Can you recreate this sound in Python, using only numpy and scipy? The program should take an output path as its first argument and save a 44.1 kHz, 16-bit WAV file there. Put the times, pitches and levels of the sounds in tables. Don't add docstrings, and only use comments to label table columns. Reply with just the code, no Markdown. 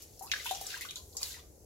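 import sys
import numpy as np
from scipy import signal
from scipy.fft import rfft, irfft, next_fast_len
from scipy.io import wavfile
from scipy.ndimage import uniform_filter1d

SR = 44100
rng = np.random.default_rng(int(sys.argv[2]) if len(sys.argv) > 2 else 0)


def undo_db(level):
    steps = np.asarray(level, float) / 20
    return 10 ** steps


def to_wav(s):
    ch = np.atleast_2d(s).T
    pcm = np.round(np.clip(ch, -1, 1) * 32767)
    wavfile.write(sys.argv[1], SR, pcm.astype(np.int16))


N = 72765
RIGHT_LAG = 4


def evened(x):
    return x / np.sqrt(np.mean(x ** 2) + 1e-20)


def read(points, hz):
    f, value = np.transpose(points)
    return np.interp(np.log(hz + 1), np.log(f + 1), value)


def add(mix, start_s, sound):
    part = mix[round(start_s * SR):][:len(sound)]
    part += sound[:len(part)]


def bubble(level_db, pitch_hz, t60_s, glide, rise_cycles=.5):
    wobble, steady_hz = 0.027, 2200
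    flutter_db, calm_cycles = 4.5, 17
    t = np.arange(0, t60_s, 1 / SR)
    shake = evened(uniform_filter1d(rng.standard_normal(20000), size=150))[:len(t)]
    climb = 1 + glide * (100 * t) ** 2
    pitch = pitch_hz * (climb + wobble * min(pitch_hz / steady_hz, 1) * shake)
    turns = np.cumsum(np.minimum(pitch, 17000)) / SR
    flutter = flutter_db * np.minimum(t * pitch_hz / calm_cycles, 1) * shake[::-1]
    decay = undo_db(level_db - 60 * t / t60_s + flutter)
    rise = 1 - np.exp(-t * pitch_hz / rise_cycles)
    unburst = climb < 1.9
    return unburst * decay * rise * np.sin(2 * np.pi * turns)


# start_s [s], level_db [peak dB], pitch_hz [Hz], t60_s [s],
# glide [0-1 per 10 ms]
PLOPS = [(.210, -41, 765, .17, 0.014), (.277, -54, 2620, .03, 0), (.297, -46, 2640, 0.05, 0.005),
         (.316, -29.5, 2470, 0.035, 0.11), (.3365, -22.5, 1680, .018, .004),
         (.341, -41.5, 1564, 0.032, .004), (.360, -42, 1950, .03, 0), (.362, -42, 1550, .04, 0),
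         (.398, -44, 1950, .06, .02), (0.458, -37, 940, 0.035, 0.02), (.457, -40.5, 1510, .03, .004),
         (0.469, -43, 1010, 0.03, .01), (.5102, -27, 745, 0.09, 0.004), (.558, -46, 740, .04, 0.01),
         (.612, -34, 770, 0.03, 0.01), (.636, -54, 767, 0.19, 0), (0.742, -32.5, 1620, 0.021, 0),
         (.766, -49, 1000, .03, 0.05), (.810, -36, 2035, 0.03, 0.01), (.818, -36, 2050, .025, .01),
         (0.85, -47.5, 1506, .05, .004), (.850, -43, 1184, 0.042, 0.03), (.964, -56.5, 995, 0.17, .002),
         (.964, -58.5, 1417, 0.063, 0.05), (1.303, -54, 1600, .04, 0), (1.344, -46, 2000, .022, 0),
         (1.36, -53, 1800, .025, 0), (1.37, -53, 1800, .025, 0), (1.366, -61, 880, .06, .03),
         (1.378, -61, 980, .05, 0)]
# start_s [s], level_db [peak dB], pitch_hz [Hz], t60_s [s], glide [0-1 per 10 ms]
SNAPS = [
    (.258, -60, 1150, 0.06, 0.2),
    (1.2306, -21, 4720, 0.0055, 0.3),
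    (1.2311, -24.5, 7140, 0.0056, .01),
    (0.6676, -29, 8260, 0.0093, 0),
    (0.9094, -33, 6550, 0.0045, 0),
    (1.1695, -27, 7340, .005, 0),
]


def ringing_drops():
    drops = np.zeros(N)
    for start_s, *row in PLOPS + SNAPS:
        add(drops, start_s, bubble(*row))
    return drops


def burst(level_db, pitch_hz, count=16):
    length_s, fade_db, spread, cycles = 0.024, -14, .1, 26
    out = np.zeros(round(length_s * SR) + 4000)
    luck = rng.random((count, 2))
    luck[0] = 0
    for late, tune in luck:
        pitch = pitch_hz * (1 + spread * np.sin(2 * np.pi * tune))
        level = level_db + fade_db * np.sqrt(late)
        add(out, late * length_s, bubble(level, pitch, cycles / pitch_hz, .02, rise_cycles=1.5))
    return out


# start_s [s], level_db [peak dB], pitch_hz [Hz]
PINGS = [(.1755, -49, 5600), (.2683, -39, 4600), (.3212, -33, 4400), (.323, -30.5, 3700),
         (.4633, -29, 2700), (.4633, -29.5, 3430), (.4508, -37.5, 3200), (.475, -39, 3000),
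         (.485, -35.5, 3000), (.500, -37, 3150), (.530, -48, 3450), (.548, -38.5, 3050), (.4923, -28, 3370),
         (.5107, -31, 3500), (.5482, -29, 6100), (.5796, -45, 3160), (.6669, -29.5, 8000),
         (.6673, -31, 5500), (0.85, -42, 3100), (.8155, -36, 3830), (.829, -37, 2700), (.822, -37.5, 2200),
         (.851, -43, 1410), (.343, -38, 1700), (.3155, -29.5, 2304), (.8879, -32.5, 3550),
         (.8941, -40, 3700), (.908, -39, 3600), (.9078, -42, 2540), (.9577, -31, 3700),
         (.9577, -37.5, 4200), (.9577, -31.5, 6900), (1.170, -29.5, 5300), (1.169, -27.5, 6800),
         (1.128, -47, 4560), (1.236, -33.5, 4400), (1.314, -38, 3900), (1.338, -44, 4450)]


def add_pings(ear, lag_s):
    for start_s, *row in PINGS:
        add(ear, start_s + lag_s, burst(*row))


def slap(level_db, centre_hz, t60_s):
    tick, spray_db, lumps_db, mist_db, mist_hz = 4.6, -5, 3.93, -22, 9000
    t = np.arange(0, t60_s, 1 / SR)
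    noise, lumps = rng.standard_normal((2, 20000))[:, :len(t)]
    lumps = evened(uniform_filter1d(lumps, size=40))
    spray = noise * undo_db(spray_db - 60 * t / t60_s + lumps_db * lumps)
    spray = spray + tick * (t == 0)
    edges_hz = [centre_hz / 2.03, min(centre_hz * 1.8, 18000)]
    band = signal.butter(4, edges_hz, "bandpass", fs=SR, output="sos")
    top = signal.butter(4, mist_hz, "highpass", fs=SR, output="sos")
    mist = undo_db(mist_db) * (centre_hz > 5000) * signal.sosfilt(top, spray)
    return undo_db(level_db) * (signal.sosfilt(band, spray) + mist)


# [s, spray]
SLAPS = [(.0209, -44, 9600, 0.11), (.1935, -43, 9800, 0.07), (.2244, -42, 11600, 0.23),
         (0.3159, -17.5, 3410, 0.039), (0.317, -38.5, 12000, 0.088), (.336, -32.5, 3060, 0.12),
         (.4459, -40, 9300, 0.35), (.4633, -41, 7500, 0.049), (.4923, -44, 6440, 0.081),
         (.5107, -34, 8140, 0.089), (0.5102, -33, 1330, 0.033), (.612, -38, 9500, 0.09),
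         (.6669, -54, 8850, 0.07), (.7033, -35.5, 3070, 0.26), (.7751, -39.5, 8600, 0.039),
         (.810, -39, 8600, 0.21), (.849, -47, 8100, 0.21), (.9078, -42, 6270, 0.1),
         (.9577, -40.5, 7960, 0.14), (1.168, -35.5, 8800, 0.032), (1.2303, -28, 5600, 0.025),
         (1.148, -43, 620, 0.45), (1.21, -38, 655, 0.23), (1.215, -39.5, 9900, 0.42),
         (1.27, -44, 9250, 0.17), (1.30, -53, 2230, 0.28)]


def add_slaps(ear, lag_s):
    for start_s, *row in SLAPS:
        add(ear, start_s + lag_s, slap(*row))


# [dB, heaviness of the drops]
FLOW = [(0, -55, 0.5), (.06, -63.5, -6), (0.169, -61, -15.5), (.26, -65, -10), (.36, -51, 7.5),
        (.50, -50, 1.5), (.62, -50.5, -1.5), (.70, -47, -0.5), (.76, -52.5, 9.5), (.86, -61, 2),
        (.94, -59.5, -3), (1.05, -59.5, -45), (1.14, -57, -27), (1.222, -50, 3.5), (1.321, -48, -5),
        (1.398, -62, 11), (1.478, -98, -22), (1.65, -100, -10)]
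# pitch_hz [Hz], level_db [dB]
FIZZ = [(1100, -5), (2000, -3.5), (3500, 0.5), (6000, -0.5), (8000, 0.5), (11000, -6.5), (15500, -4.5)]


def fizz():
    level_db, pops_per_s, spread_db, cycles, heavy_hz = 0.5, 16000, 3.5, 8.2, 4100
    start_s, flow_db, weight_db = np.transpose(FLOW)
    t, out = np.arange(N) / SR, np.zeros((2, N))
    pitches = np.geomspace(1100, 15500, num=36)
    for hz in pitches:
        draw, size, side = rng.random(N), rng.exponential(1, N), rng.random(N)
        popping = draw < pops_per_s / SR * hz / pitches.sum()
        pops = popping * undo_db(spread_db * np.minimum(size, 5))
        heavy = 1 / (1 + (hz / heavy_hz) ** 4)
        level = undo_db(read(FIZZ, hz) + np.interp(t, start_s, flow_db + heavy * weight_db))
        grain = bubble(0, hz, 3 * cycles / hz, 0.21, rise_cycles=0.63)
        grain = grain / np.linalg.norm(grain)
        for ear, share in enumerate((side, 1 - side)):
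            out[ear] += level * signal.oaconvolve(pops * np.sqrt(share), grain)[:N]
    return undo_db(level_db) * out


def echoes(start, gap, decay):
    taps = np.zeros((2, SR // 2))
    at = np.arange(start, SR // 2 - gap, gap)
    at = at + rng.integers(0, gap, (2, len(at)))
    np.put_along_axis(taps, at, rng.choice([-1., 1.], at.shape), 1)
    hz, t, z = signal.stft(taps, SR, nperseg=128)
    fade = undo_db(-60 * t / read(decay, hz)[:, None])
    tail = signal.istft(z * fade, SR, nperseg=128)[1]
    return tail / np.linalg.norm(tail[0])


# frequency_hz [Hz], t60_s [s]
KITCHEN = [(500, 0.53), (2000, 0.32), (5000, 0.34), (15000, 0.19)]


def reflections(sent):
    basin_db, basin_s, kitchen_db = -2.5, 0.02, -3.5
    out = np.zeros((2, N))
    for k in range(3):
        place = np.sqrt(2 / 3) * np.sin(np.pi * (7 * np.arange(N) / SR + k / 3))
        basin = undo_db(basin_db) * echoes(40, 16, [(100, basin_s * 3), (9000, basin_s)])
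        space = basin + undo_db(kitchen_db) * echoes(150, 12, KITCHEN)
        out += signal.fftconvolve((place * sent)[None], space, axes=1)[:, :N]
    return out


# frequency_hz [Hz], likeness [0-1, left to right]
SAME = [(60, 0.92), (300, 0.82), (700, 0.41), (1500, 0.13), (4000, 0.067), (12000, 0.034)]


def steady(points, level_db, patchy_db):
    frames, hz = N // 256 + 5, np.fft.rfftfreq(1024, 1 / SR)
    a, b, c, d, patch = rng.standard_normal((frames, 513, 5)).T
    patch = uniform_filter1d(uniform_filter1d(patch, size=8, axis=0), size=12, axis=1)
    patch = evened(patch)
    same = np.clip(read(SAME, hz), -1, 1)[:, None]
    left = a + 1j * b
    right = same * left + np.sqrt(1 - same ** 2) * (c + 1j * d)
    z = np.array([left, right]) * undo_db(patchy_db * patch)
    white = signal.istft(z, nperseg=1024, noverlap=768)[1][:, :N]
    hz = np.fft.rfftfreq(N, 1 / SR)
    shape = undo_db(read(points, hz) - 60 * (hz > 1.2 * points[-1][0]))
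    return undo_db(level_db) * evened(irfft(rfft(white) * shape, N))


# frequency_hz [Hz], density_db [dB per Hz]
HUM = [(25, -23), (50, -0.5), (70, 4.5), (86, -1.5), (220, -14), (440, -7), (750, -17), (1300, -44)]


def hum():
    return steady(HUM, -58.5, 1.2)


# frequency_hz [Hz], density_db [dB per Hz]
HISS = [(900, -12), (2000, -14), (3100, -18), (3600, -18), (4500, -10), (6500, -4.5), (8500, -5),
        (11500, -6), (16000, -8.5)]


def hiss():
    return steady(HISS, -66.5, 1.5)


def scene():
    bubble_send = .55
    drops = ringing_drops()
    near = np.array([drops, np.roll(drops, RIGHT_LAG)]) + fizz()
    for ear, lag_s in zip(near, (0, RIGHT_LAG / SR)):
        add_slaps(ear, lag_s)
        add_pings(ear, lag_s)
    sent = near.mean(0) - (1 - bubble_send) * drops
    return near + reflections(sent) + hum() + hiss()


def roll_off(x):
    return signal.sosfilt(signal.butter(12, 16990, fs=SR, output="sos"), x)


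# frequency_hz [Hz], level_db [dB]
MIC = [(500, 0.85), (3000, 3), (7300, 5), (8600, -2.5), (9800, 2), (11500, 5), (15800, 0)]
# frequency_hz [Hz], left_minus_right_db [dB]
LEFT = [(80, 2.5), (300, -0.3), (700, 3), (1400, 2.1), (3000, 1.5), (9000, 2.5), (13000, -0.2)]


def record(dry):
    edge_hz = 15900
    size = next_fast_len(N + 4096)
    hz = np.fft.rfftfreq(size, 1 / SR)
    balance = np.array([[.5], [-.5]]) * read(LEFT, hz)
    colour = undo_db(read(MIC, hz) + balance) / (1 + (hz / edge_hz) ** 200)
    mix = irfft(rfft(dry, size) * colour, size)[:, :N]
    return roll_off(mix)


dry = scene()
out = record(dry)
to_wav(out)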